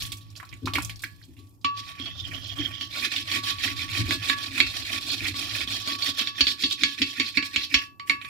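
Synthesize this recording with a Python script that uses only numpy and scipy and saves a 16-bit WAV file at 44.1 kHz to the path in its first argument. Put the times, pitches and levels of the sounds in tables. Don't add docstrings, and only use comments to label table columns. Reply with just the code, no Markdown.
import sys
import numpy as np
from scipy import signal
from scipy.fft import rfft, irfft, next_fast_len
from scipy.io import wavfile

SR = 44100
rng = np.random.default_rng(int(sys.argv[2]) if len(sys.argv) > 2 else 0)


def transcribe(signal):
    frames = np.atleast_2d(signal).T
    limited = np.clip(frames, -1, 1)
    pcm = np.round(limited * 32767).astype(np.int16)
    wavfile.write(sys.argv[1], SR, pcm)


N = 365580
BLOCK = 40

# (frequency [Hz], spectrum [dB])
AIR_SPECTRUM = [(18, -31), (30, -14), (103, 6), (252, -12), (426, -18), (1130, -23.5), (1350, -32.5),
                (8520, -76), (13300, -24), (16000, -53)]
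AIR_DB = -58.5

# (time [s], boom level [dB])
ARM_WEIGHT = [(0.0, -60), (0.34, -46.5), (0.6, -61), (0.81, -34.5), (1.04, -49.5), (1.55, -56), (2.01, -46),
              (2.24, -40.5), (3.09, -49), (4.04, -37.5), (4.34, -46.5), (5.54, -44), (6.72, -59.5),
              (7.73, -57), (7.94, -74), (8.29, -52)]
# (time [s], boom level [dB], hollow level [dB])
HAND_BUMPS = [(.005, -30.5, -50.5), (.13, -57, -51), (.53, -42.5, -53), (0.647, -32, -27),
              (0.768, -36, -30), (1.049, -67, -50), (1.3, -51, -46.5), (1.4, -54, -46.5),
              (2.601, -38.5, -33), (4.01, -26, -30), (4.61, -39, -39), (5.229, -38, -34.5)]
BUMP_RISE_S, BUMP_BOOM_DB_PER_S, BUMP_HOLLOW_DB_PER_S = 0.027, 108, 295
HOLLOW_REST_DB = -64.5
HOLLOW_LAG_S, HOLLOW_FALL_DB = 0.023, 16

# (time [s], grit-band level [dB], fine hiss level [dB])
WATER_TRICKLE = [(0.0, -31, -39), (0.172, -58.5, -65), (0.526, -64.5, -72), (0.708, -56, -62),
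                 (0.844, -55, -75), (0.908, -75, -78), (1.066, -65.5, -63), (1.462, -67, -69.5),
                 (1.63, -88, -79)]
# (time [s], relative level [dB], centre [Hz], t60 [s], bell drive [dB], left-right [dB])
WATER_DROPS = [(0.021, -20, 3630, 0.027, -48, 24), (0.052, -25, 3430, 0.035, -92, -23),
               (0.119, -15.5, 3670, 0.083, -63, -9), (0.17, -31.5, 5900, 0.064, -91, -4.5),
               (0.209, -38, 3780, 0.15, -83, -9), (0.303, -34.5, 5200, 0.039, -70, 7),
               (0.354, -31, 3170, 0.03, -69, -11), (0.362, -26.5, 4650, 0.13, -82, -12),
               (.376, -31, 7100, 0.024, -75, -5), (0.4, -26.5, 1760, 0.046, -49, -17),
               (0.429, -29.5, 1230, 0.058, -66, 17), (0.451, -34, 4170, .03, -80, -5),
               (0.491, -32, 4350, 0.041, -64, -16), (0.515, -39, 2480, 0.079, -72, -10),
               (.527, -26.5, 2370, .07, -63, -15), (.54, -33, 7500, 0.023, -75, -5),
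               (0.657, -16, 4200, 0.11, -69, -7), (0.673, -13, 1200, 0.048, -36, 4),
               (0.736, -7.5, 3560, 0.016, -33, -2), (0.755, -6.5, 2340, 0.088, -34, -7),
               (0.784, -5.5, 1030, 0.022, -45, 6), (.822, -19, 8500, 0.023, -58, 6),
               (0.848, -17.5, 6100, 0.027, -57, -19), (0.895, -16.5, 2440, 0.056, -51.5, -7),
               (.912, -30, 3730, 0.051, -57, 3), (0.959, -30.5, 5140, 0.029, -60, 21),
               (0.993, -28, 4650, 0.03, -62, 0), (1.021, -23, 9300, 0.016, -63, -3),
               (1.037, -12, 1915, 0.039, -85, -5), (1.215, -51, 1870, 0.02, -78, -35),
               (1.238, -39.5, 4000, 0.04, -88, -18), (1.367, -44.5, 2770, 0.28, -74, -14),
               (1.39, -40.5, 4065, 0.15, -60.5, -5), (1.471, -45, 4500, 0.035, -83, -3),
               (1.493, -45.5, 11300, 0.045, -87, -5), (1.613, -40.5, 4860, 0.099, -79, -7)]
PING_DB, PING_SHARE = -4, 0.47
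SPLASH_ON_BOWL_DB = -20
WASH_DB, WASH_DB_PER_S = -19.5, 502
WASH_FINE_DB, FINE_DB_PER_OCTAVE = 10, 4

PORCELAIN_MODE_HZ = [1698, 2026, 2213, 2365, 2650, 2756, 3050, 3330, 3408, 3779, 4145, 4264, 4465, 4544,
                     4823, 5120, 5384, 5984, 6530, 7065]
# (relative level [dB], t60 [s], left-right [dB], left lead [turns])
PORCELAIN_MODES = [(-13, 0.29, -10, 0.8), (-38, 0.037, 20, 0.59), (-13, 0.16, 5.5, 0.16),
                   (-11, 0.055, -24.5, 0.14), (-19, .3, 8, 0.14), (-13.5, 0.25, -1, 0.35),
                   (-14.5, 0.18, -17.5, 0.79), (-14.5, 0.096, 0, 0.039), (-7.5, 0.2, 1.5, 0.39),
                   (-8.5, 0.022, -20.5, 0.16), (-17, 0.11, -14.5, 0.24), (-8, 0.03, -15.5, 0.22),
                   (-3.5, 0.1, -8.5, 0.67), (-15.5, 0.13, 22.5, 0.34), (-35, 0.085, -20.5, 0.59),
                   (-26.5, 0.11, 1.5, 0.18), (-17.5, 0.14, 14, 0.69), (-39.5, 0.062, 3, .3),
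                   (-18.5, 0.1, 17, 1), (-9, 0.11, -21, 0.21)]
# (frequency [Hz], left-right [dB])
PORT_BALANCE = [(60, 28), (110, 13), (200, 10), (380, 10), (700, -16), (1290, 4.5), (2380, -13.5),
                (4400, -5), (8120, -2), (15000, -6.5)]
BOWL_T60_S, ROOM_T60_S = 0.026, 0.22
BELL_HZ, BELL_T60_S = 1134.9, 0.47
DRIP_MODE_HZ, DRIP_MODE_DB, DRIP_MODE_T60_S = 766, -7.5, 0.26
RATTLE_HZ, RATTLE_DB, RATTLE_T60_S = 666, -37, 0.051

# (time [s], push level [dB])
MOUNT_JOLTS = [(.66, -37), (4.04, -34), (4.66, -31), (5.62, -34), (6.412, -27), (6.644, -37), (6.84, -35),
               (7.025, -45), (7.21, -54), (7.57, -39), (7.746, -26.5), (8.105, -54)]
JOLT_HZ, JOLT_T60_S, JOLT_PUSH_S = 62, 0.098, 0.0041

# (time [s], relative level [dB], centre [Hz], t60 [s], bell drive [dB], thud drive [dB])
STONE_KNOCKS = [(1.6462, -17, 2790, 0.014, -21.5, -29.5), (1.999, -31, 3050, 0.014, -46, -30.5),
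                (2.057, -30, 3040, 0.14, -61.5, -57), (2.423, -44.5, 3090, 0.018, -73, -53),
                (2.5876, -32.5, 2950, 0.018, -49.5, -42), (2.8106, -22.5, 2940, 0.026, -72, -38.5),
                (3.1627, -17, 3200, 0.06, -60, -38.5), (3.3157, -16.5, 4400, 0.012, -35.5, -38),
                (3.4385, -29, 3930, 0.024, -64, -39), (3.5846, -25, 4480, 0.021, -84, -70),
                (3.8908, -27, 2400, 0.028, -51, -46), (3.9316, -27, 2460, 0.045, -39, -47),
                (4.1083, -14.5, 2120, 0.011, -37.5, -29.5), (4.298, -9.5, 2060, 0.013, -27, -29.5),
                (4.6027, -7.5, 2320, 0.0043, -41, -30), (5.101, -22, 4030, 0.084, -88, -45),
                (5.3424, -29, 2340, 0.018, -41, -36), (5.6065, -24.5, 2230, 0.014, -41.5, -60),
                (5.675, -25, 3400, 0.02, -54, -35), (5.875, -22, 4250, 0.02, -68, -33),
                (6.0224, -19, 4260, 0.03, -51, -56), (6.1942, -16.5, 3280, 0.024, -38, -54),
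                (6.2727, -20, 3650, 0.02, -100, -42), (6.4078, -5.5, 4800, 0.0075, -61, -25),
                (6.469, -11.5, 3550, 0.006, -65, -32), (6.6369, -11, 4100, 0.081, -43, -28),
                (6.7118, -21.5, 3440, 0.015, -52.5, -68), (6.8349, -7.5, 4160, 0.0075, -41, -32),
                (7.018, -9.5, 4170, 0.0047, -53, -25), (7.1988, -9.5, 2460, 0.0082, -38, -29),
                (7.263, -25, 4200, 0.029, -71, -43), (7.3725, -10, 2250, 0.027, -38.5, -26.5),
                (7.426, -21.5, 2490, 0.034, -43.5, -32.5), (7.5612, -9.5, 2630, 0.047, -42, -29.5),
                (7.634, -26, 4200, 0.015, -47, -51), (7.7424, -3, 4300, 0.0055, -34.5, -26),
                (7.9974, -28, 2130, 0.013, -37.5, -63), (8.097, -11.5, 2250, 0.0097, -36.5, -32),
                (8.2147, -31.5, 2330, 0.029, -46, -69), (8.2476, -28.5, 2280, 0.014, -43, -51)]
TICK_DB, TICK_T60_S = -23.5, 0.0056
SKID_DB, SKID_DB_PER_S, SKID_FINE_DB = -12, 459, -17
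LOW_DB_PER_KHZ = -3.5

# (top [s], rise scale [s], fall scale [s],
# grit level [dB], low edge of the stone re grit [dB], squeak [Hz], hollow level [dB])
GRIT_SWELLS = [(1.799, 0.039, 0.017, -31.5, -9, 4350, -51.5), (1.892, 0.1, 0.065, -38.5, -4, 3880, -74),
               (2.01, 0.047, 0.059, -38, -2.5, 3010, -46), (2.068, 0.088, 0.057, -40.5, -1.5, 3270, -54),
               (2.21, 0.1, 0.024, -41, -18, 3560, -54), (2.272, 0.032, 0.03, -39.5, -13, 3090, -47),
               (2.351, 0.1, 0.06, -34.5, -1.5, 3050, -48.5), (2.46, 0.099, 0.14, -39, -29, 3250, -60),
               (2.63, 0.14, 0.17, -36, -1, 3220, -48), (2.815, 0.052, 0.096, -38, -17, 3140, -49.5),
               (3.002, 0.099, 0.082, -26.5, -3, 3960, -44.5), (3.049, 0.019, 0.021, -19, -3.5, 3750, -38),
               (3.169, 0.12, 0.082, -26, -7.5, 2240, -48), (3.348, 0.074, 0.048, -20.5, -4.5, 2140, -37),
               (3.498, 0.096, 0.04, -21, -8.5, 3840, -44.5), (3.646, 0.064, 0.093, -23, -3, 2550, -40),
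               (3.827, 0.18, 0.034, -28, -5.5, 4200, -46), (3.98, 0.083, 0.052, -20, -4, 2520, -39),
               (4.07, 0.031, 0.084, -31.5, -1.5, 4300, -35.5),
               (4.138, 0.08, 0.031, -24.0, -27, 4330, -41.5), (4.29, 0.11, 0.11, -25, -4.5, 2300, -45),
               (4.42, 0.093, 0.24, -31.5, -7.5, 4460, -48.5), (4.588, 0.08, 0.069, -22.5, -3, 2380, -39.5),
               (4.78, 0.16, 0.093, -28.0, -8.5, 4460, -48), (4.926, 0.086, 0.1, -24.5, -4.5, 2520, -43.5),
               (5.115, 0.16, 0.091, -25.5, -12, 4000, -43), (5.281, 0.1, 0.031, -22, -3.5, 2520, -41.5),
               (5.389, 0.083, 0.12, -26.5, -8.5, 4370, -44.5), (5.571, 0.095, 0.12, -26, -4.5, 4740, -45),
               (5.743, 0.1, 0.077, -24.5, -8.5, 4100, -43.5), (5.892, 0.069, 0.15, -28, -6, 4460, -43.5),
               (6.074, 0.079, 0.067, -23, -7.5, 3630, -45.5), (6.192, 0.027, 0.056, -23.5, -6, 3420, -42.5),
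               (6.288, 0.1, 0.031, -39.5, -59, 3900, -52), (6.392, 0.045, 0.036, -30.5, -5.5, 3600, -39.5),
               (6.508, 0.099, 0.044, -28, -12, 4070, -46.5), (6.623, 0.039, 0.048, -25, -9, 2310, -35.5),
               (6.723, 0.037, 0.028, -23.5, -20, 4090, -49.5),
               (6.813, 0.032, 0.061, -28.5, -6.5, 2500, -34.5),
               (6.923, 0.11, 0.033, -31.5, -6.5, 3700, -55), (6.988, 0.025, 0.075, -30.5, -2, 2280, -33.5),
               (7.111, 0.094, 0.066, -31, -11, 3770, -56), (7.18, 0.021, 0.052, -31.5, -4.5, 2460, -33.5),
               (7.279, 0.092, 0.059, -32.0, -9.5, 4100, -54), (7.357, 0.016, 0.039, -29, -5.5, 2500, -32),
               (7.457, 0.028, 0.038, -29.0, -17, 2510, -50.5), (7.54, 0.032, 0.072, -33.5, -4.5, 2460, -41),
               (7.643, 0.1, 0.026, -31, -8.5, 4090, -58), (7.72, 0.032, 0.094, -34.5, -6, 2350, -43),
               (7.822, 0.072, 0.039, -36.5, -3.0, 2840, -69.5),
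               (8.08, 0.018, 0.066, -41.5, 0.5, 2460, -40.5), (8.224, 0.014, 0.0087, -49, 15, 2280, -51),
               (8.26, 0.041, 0.092, -41, 2, 2330, -62)]
# (time [s], dull rasp re grit [dB], squeak re grit [dB], squeak width [Hz],
# fine hiss re grit [dB])
STONE_LIE = [(0, -21.5, -5.5, 494, -3.5), (.6, -7.5, -11, 500, -17.5), (1.2, -24.5, 1, 500, -9.5),
             (1.7, -26.5, -27.5, 402, -18), (2.05, -10.5, 0.5, 150, -13.5), (2.4, -10.5, 3, 295, -11),
             (2.85, -10.5, 0.5, 336, -11), (3.1, -20.5, -20, 447, -15.5), (4.5, -18.5, -28, 450, -15.5),
             (5.2, -20, -34, 454, -15.5), (6.3, -16, -3, 466, -11.5), (6.6, -31.5, -30, 400, -17),
             (7.2, -30, -16, 388, -16), (7.8, -20, 1.5, 400, -11.5), (8.05, -16, -17, 299, -4.5),
             (8.29, -24.5, -28, 300, -11.5)]
# (frequency [Hz], gain [dB])
GRIT_SPECTRUM = [(260, -59), (450, -19.5), (674, -13), (922, -16), (1120, -12), (1210, -8.5), (1580, -11.5),
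                 (1730, -7.5), (2130, -6), (2290, -2.5), (2910, -11), (3700, -5), (4500, -4.5),
                 (5300, -12.5), (5970, -16), (12400, -21.5), (16000, -29.5)]
GRIT_FALL_DB, FINE_FALL_DB = 14.5, 15
ROUNDNESS = 1.457
# (time [s], loss, negative is a gain [dB])
GRIT_DIPS = [(1.955, 0), (2.24, -2), (2.405, 5), (2.548, 13), (2.878, 5), (3.091, 10), (3.239, 10),
             (3.417, 21), (3.564, -1), (3.746, 13), (3.875, 3), (4.03, 10), (4.192, -3), (4.354, 19),
             (4.5, 8), (4.996, 21), (5.161, 7), (5.33, 7), (5.49, -3), (5.66, 25), (5.82, -3), (5.973, 23),
             (6.128, 20)]
DIP_S = 0.0065

CUTOFF_HZ = 16600


def from_db(db):
    return 10 ** (np.asarray(db) / 20)


def rms_one(x):
    return x / np.sqrt(np.mean(x ** 2) + 1e-20)


def in_time(table):
    s, *columns = np.transpose(table)
    return [np.interp(np.arange(N) / SR, s, column) for column in columns]


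def at_hz(points, hz):
    points = np.array(points)
    return np.interp(np.log(hz + 1), np.log(points[:, 0] + 1), points[:, 1])


def shaped(x, gain_db_at):
    size = next_fast_len(N)
    hz = np.arange(size // 2 + 1) * SR / size
    return irfft(rfft(x, size) * from_db(gain_db_at(hz)), size)[..., :N]


def drift(corner_hz):
    r = np.exp(-2 * np.pi * corner_hz * BLOCK / SR)
    noise = rng.standard_normal(N // BLOCK + 2002)
    slow = signal.lfilter([1], [1, -2 * r, r * r], noise)[2000:]
    return np.interp(np.arange(N) / BLOCK, np.arange(len(slow)), rms_one(slow))


def ring(force, hz, t60, lead=0):
    r, w, p = from_db(-60 / (t60 * SR)), 2 * np.pi * hz / SR, 2 * np.pi * lead
    return signal.lfilter([np.sin(p), r * np.sin(w - p)], [1, -2 * r * np.cos(w), r * r], force + 1e-18)


def clicks(times, levels_db):
    out = np.zeros(N)
    out[np.minimum((np.array(times) * SR).astype(int), N - 1)] = from_db(levels_db)
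    return out


def add(out, s, piece):
    at = int(s * SR)
    out[..., at:at + piece.shape[-1]] += piece[..., :N - at]


def filtered(x, order, edge_hz, kind):
    return signal.sosfilt(signal.butter(order, edge_hz, kind, fs=SR, output="sos"), x)


def burst(hz, spread, t60):
    t = np.arange(6000) / SR
    noise = rng.standard_normal(6000) * from_db(-60 * t / max(t60, .005))
    noise[0] = 3.04
    edges = np.clip([hz / spread, hz * spread], 100, 19000)
    x = filtered(noise, 2, edges, "band")
    return x / np.abs(x).max()


def swells(fall_db, lag_s):
    s, up_s, down_s = np.array(GRIT_SWELLS)[:, :3].T[:, :, None]
    t = np.arange(0, N + BLOCK, BLOCK) / SR - s - lag_s
    from_top = np.where(t < 0, -t / np.maximum(up_s, .005), t / np.maximum(down_s, .005))
    return from_db(-2 * fall_db * from_top ** ROUNDNESS)


def fades(times, db_per_s, rise_s):
    t = np.arange(0, N + BLOCK, BLOCK) / SR - np.array(times)[:, None]
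    return np.clip(1 + t / rise_s, 0, 1) ** 2 * from_db(-2 * db_per_s * np.clip(t, 0, 1))


def summed(levels_db, shapes):
    power = from_db(2 * np.asarray(levels_db)) @ shapes
    return np.interp(np.arange(N) / BLOCK, np.arange(shapes.shape[1]), power)


def still_air():
    air = shaped(rng.standard_normal((2, N)), lambda hz: at_hz(AIR_SPECTRUM, hz))
    return from_db(AIR_DB) * rms_one(air)


def boom():
    s, boom_db, hollow_db = np.transpose(HAND_BUMPS)
    lean_power = from_db(2 * in_time(ARM_WEIGHT)[0])
    lean = np.sqrt(lean_power + summed(boom_db, fades(s, BUMP_BOOM_DB_PER_S, BUMP_RISE_S)))
    swell_power = summed(np.array(GRIT_SWELLS)[:, 6], swells(HOLLOW_FALL_DB, HOLLOW_LAG_S))
    bump_power = summed(hollow_db, fades(s, BUMP_HOLLOW_DB_PER_S, BUMP_RISE_S))
    press = np.sqrt(swell_power + from_db(2 * HOLLOW_REST_DB) + bump_power)

    shared, left, right = rng.standard_normal((3, N))
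    push = shared + np.array([left, right])
    fixture = rms_one(ring(push, 105.8, 0.26) + 0.33 * ring(push, 98, 0.48) + 0.26 * ring(push, 157, 0.19))
    push = shared + 0.25 * np.array([left, right])
    hollow_modes = ring(push, 276.0, 0.059) + 0.53 * ring(push, 330.5, 0.029)
    hollow = rms_one(ring(hollow_modes, 310, 0.019))

    s, thud_db = np.array(STONE_KNOCKS)[:, [0, 5]].T
    thuds = ring(clicks(s, thud_db - 2), 272.7, 0.12) + ring(clicks(s, thud_db - 17.5), 88.5, 0.34)
    return lean * fixture + (press * hollow + thuds) * from_db([[.8], [-.8]])


def contact_levels():
    swell, knock, splash = np.array(GRIT_SWELLS), np.array(STONE_KNOCKS), np.array(WATER_DROPS)
    skids = fades(knock[:, 0], SKID_DB_PER_S, 0.0034)
    washes = fades(splash[:, 0], WASH_DB_PER_S, 0.0017)
    shapes = np.concatenate([swells(GRIT_FALL_DB, 0), skids, washes])
    fine_shapes = np.concatenate([swells(FINE_FALL_DB, 0), skids, washes])

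    grit_db = np.concatenate([swell[:, 3], knock[:, 1] + SKID_DB, splash[:, 1] + WASH_DB])
    pitch_hz = np.concatenate([knock[:, 2], splash[:, 2]])
    event_low_db = LOW_DB_PER_KHZ * np.clip(pitch_hz - 2100, 0, 3000) / 1000
    low_db = np.concatenate([swell[:, 4], event_low_db])
    wash_fine_db = WASH_FINE_DB + FINE_DB_PER_OCTAVE * np.log2(splash[:, 2] / 4000)
    fine_db = np.concatenate([np.zeros(len(swell)), np.full(len(knock), SKID_FINE_DB), wash_fine_db])

    trickle, trickle_fine = from_db(2 * np.array(in_time(WATER_TRICKLE)))
    hiss_share = from_db(2 * in_time(STONE_LIE)[3])
    whole_power = summed(grit_db, shapes) + trickle
    low_power = summed(grit_db + low_db, shapes) + .3 * trickle
    fine_power = hiss_share * summed(grit_db + fine_db, fine_shapes) + trickle_fine
    return dips() * np.sqrt([whole_power, low_power, fine_power])


def moving_resonance(x, hz, width_hz):
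    state, out = np.zeros(2), np.zeros(N)
    for i in range(0, N, 256):
        r = np.exp(-np.pi * max(width_hz[i], 30) / SR)
        b = np.sqrt(1 - r * r) * np.array([1, 0, -1])
        a = [1, -2 * r * np.cos(2 * np.pi * hz[i] / SR), r * r]
        out[i:i + 256], state = signal.lfilter(b, a, x[i:i + 256], zi=state)
    return out


def grit():
    whole, edge_gain, hiss = contact_levels()
    rasp_db, squeak_db, width_hz = in_time(STONE_LIE)[:3]
    sizes = from_db(3.62 * np.minimum(rng.exponential(1, N), 5)) * rng.choice([-1, 1], N)
    crushed = rng.random(N) < 6000 * from_db(3 * drift(40)) / SR
    grains = sizes * crushed + .5 * rng.standard_normal(N)
    body = shaped(grains * from_db(1.65 * drift(34)), lambda hz: at_hz(GRIT_SPECTRUM, hz))

    def band(edge_hz, kind, flicker_db):
        return rms_one(filtered(body, 3, edge_hz, kind)) * from_db(flicker_db * drift(39.7))

    rasp = band(1550, "low", 3.2)
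    low = band([1620, 2900], "band", 3.0)
    middle = band([2900, 6300], "band", 1.8)
    fine = band(6300, "high", 1.6)

    rows = np.array(GRIT_SWELLS)
    changes_s = rows[1:, 0] - rows[1:, 1]
    squeak_hz = rows[np.searchsorted(changes_s, np.arange(N) / SR), 5]
    squeak = rms_one(moving_resonance(grains, squeak_hz, width_hz))
    squeak = squeak * from_db(3.94 * drift(25))

    rest = np.sqrt(np.clip(whole ** 2 - edge_gain ** 2, 0.025 * whole ** 2, None))
    scrape = whole * (from_db(rasp_db) * rasp + from_db(squeak_db) * squeak)
    return from_db(-2) * (scrape + edge_gain * low + rest * middle + from_db(3.5) * hiss * fine)


def splashes():
    out = np.zeros((2, N))
    t = np.arange(6000) / SR
    for s, db, hz, t60, bell_db, pan_db in WATER_DROPS:
        spit = burst(7000, 2.5, .4 * t60)
        ping = np.sin(2 * np.pi * hz * t) * from_db(PING_DB - 60 * t / (PING_SHARE * t60))
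        wet = burst(hz, 1.27, t60) + .3 * spit + ping
        add(out, s, from_db(db - 12.5 + np.array([[.5], [-.5]]) * pan_db) * wet)
    return out


def echo_cloud(t60, wet_db):
    tail = rng.standard_normal((2, 16000)) * from_db(-60 * np.arange(16000) / SR / t60)
    tail *= from_db(wet_db) / np.sqrt(np.sum(tail ** 2, axis=1, keepdims=True))
    tail[:, 0] = 1
    return tail


def echoes(x, response):
    return signal.oaconvolve(x * np.ones((2, 1)), response, axes=1)[:, :N]


def porcelain(level_db):
    t = np.arange(16000) / SR
    out = np.zeros((2, 16000))
    for hz, (db, t60, pan_db, lead) in zip(PORCELAIN_MODE_HZ, PORCELAIN_MODES):
        struck_db = 1.5 * rng.standard_normal()
        gain = from_db(level_db + db + struck_db - 60 * t / t60)
        out[0] += gain * from_db(pan_db / 2) * np.sin(2 * np.pi * (hz * t + lead))
        out[1] += gain * from_db(-pan_db / 2) * np.sin(2 * np.pi * hz * t)
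    return out


def bowl(scrub, blows):
    place = 2.53 * drift(8.13)
    shares = [np.sqrt(2 / 3) * np.cos(place + 2 * np.pi * k / 3) for k in range(3)]
    hz = np.arange(8001) * SR / 16000
    ports = from_db(np.array([[.5], [-.5]]) * at_hz(PORT_BALANCE, hz))
    # (force, echoes re direct [dB], near sound [dB], porcelain ring [dB])
    paths = [(scrub * share, 5, -6, -32) for share in shares] + [(blows, -1.5, -2.5, -28)]
    out = 0
    for force, wet_db, level_db, ring_db in paths:
        near = irfft(rfft(echo_cloud(BOWL_T60_S, wet_db)) * ports) * from_db(level_db)
        near[:, 8000:] = 0
        out = out + echoes(force, near + porcelain(ring_db))
    return out


def bell(scrub):
    hits = np.concatenate([np.array(STONE_KNOCKS)[:, [0, 4]], np.array(WATER_DROPS)[:, [0, 4]]])
    force = clicks(hits[:, 0], hits[:, 1] + 3) + from_db(-38) * scrub
    return np.array([ring(force, BELL_HZ, BELL_T60_S, 0.29), ring(force, BELL_HZ, BELL_T60_S)])


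def undertones(scrub):
    s, bell_db = np.array(WATER_DROPS)[:, [0, 4]].T
    drip = ring(clicks(s, bell_db + DRIP_MODE_DB), DRIP_MODE_HZ, DRIP_MODE_T60_S)
    rattle = from_db(RATTLE_DB) * ring(scrub, RATTLE_HZ, RATTLE_T60_S)
    return (drip + rattle) * np.array([[.4], [-1]])


def jolts():
    s, db = np.transpose(MOUNT_JOLTS)
    push = np.hanning(int(JOLT_PUSH_S * SR) + 3)
    pushes = signal.oaconvolve(clicks(s, db), push / push.sum())[:N]
    return ring(pushes, JOLT_HZ, JOLT_T60_S)


def knocks():
    out = np.zeros(N)
    for s, db, hz, t60, bell_db, thud_db in STONE_KNOCKS:
        crack = 1.04 * burst(3190, 1.405, 0.13 * t60)
        crunch = 0.55 * burst(hz, 1.139, t60)
        tick = from_db(TICK_DB) * burst(10000, 2.2, TICK_T60_S)
        add(out, s, from_db(db) * (crack + crunch + tick))
    return out


def dips():
    s, lost_db = np.transpose(GRIT_DIPS)[:, :, None]
    t = np.arange(0, N + BLOCK, BLOCK) / SR
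    gain_db = -np.sum(lost_db * np.exp(-.5 * ((t - s) / DIP_S) ** 2), axis=0)
    return from_db(np.interp(np.arange(N) / SR, t, gain_db))


def scene():
    scrub = grit()
    water = splashes()
    blows = knocks() + from_db(SPLASH_ON_BOWL_DB) * water.sum(axis=0)
    contact = bowl(scrub, blows) + water
    in_room = echoes(contact, echo_cloud(ROOM_T60_S, wet_db=-10))
    return in_room + bell(scrub) + undertones(scrub) + boom() + jolts() + still_air()


def record(dry):
    thin = filtered(dry, 4, 46, "high")
    rounded = 1.282 * np.tanh(thin / 1.323)
    return signal.sosfilt(signal.cheby2(12, 60, CUTOFF_HZ, fs=SR, output="sos"), rounded)


dry = scene()
out = record(dry)
transcribe(out)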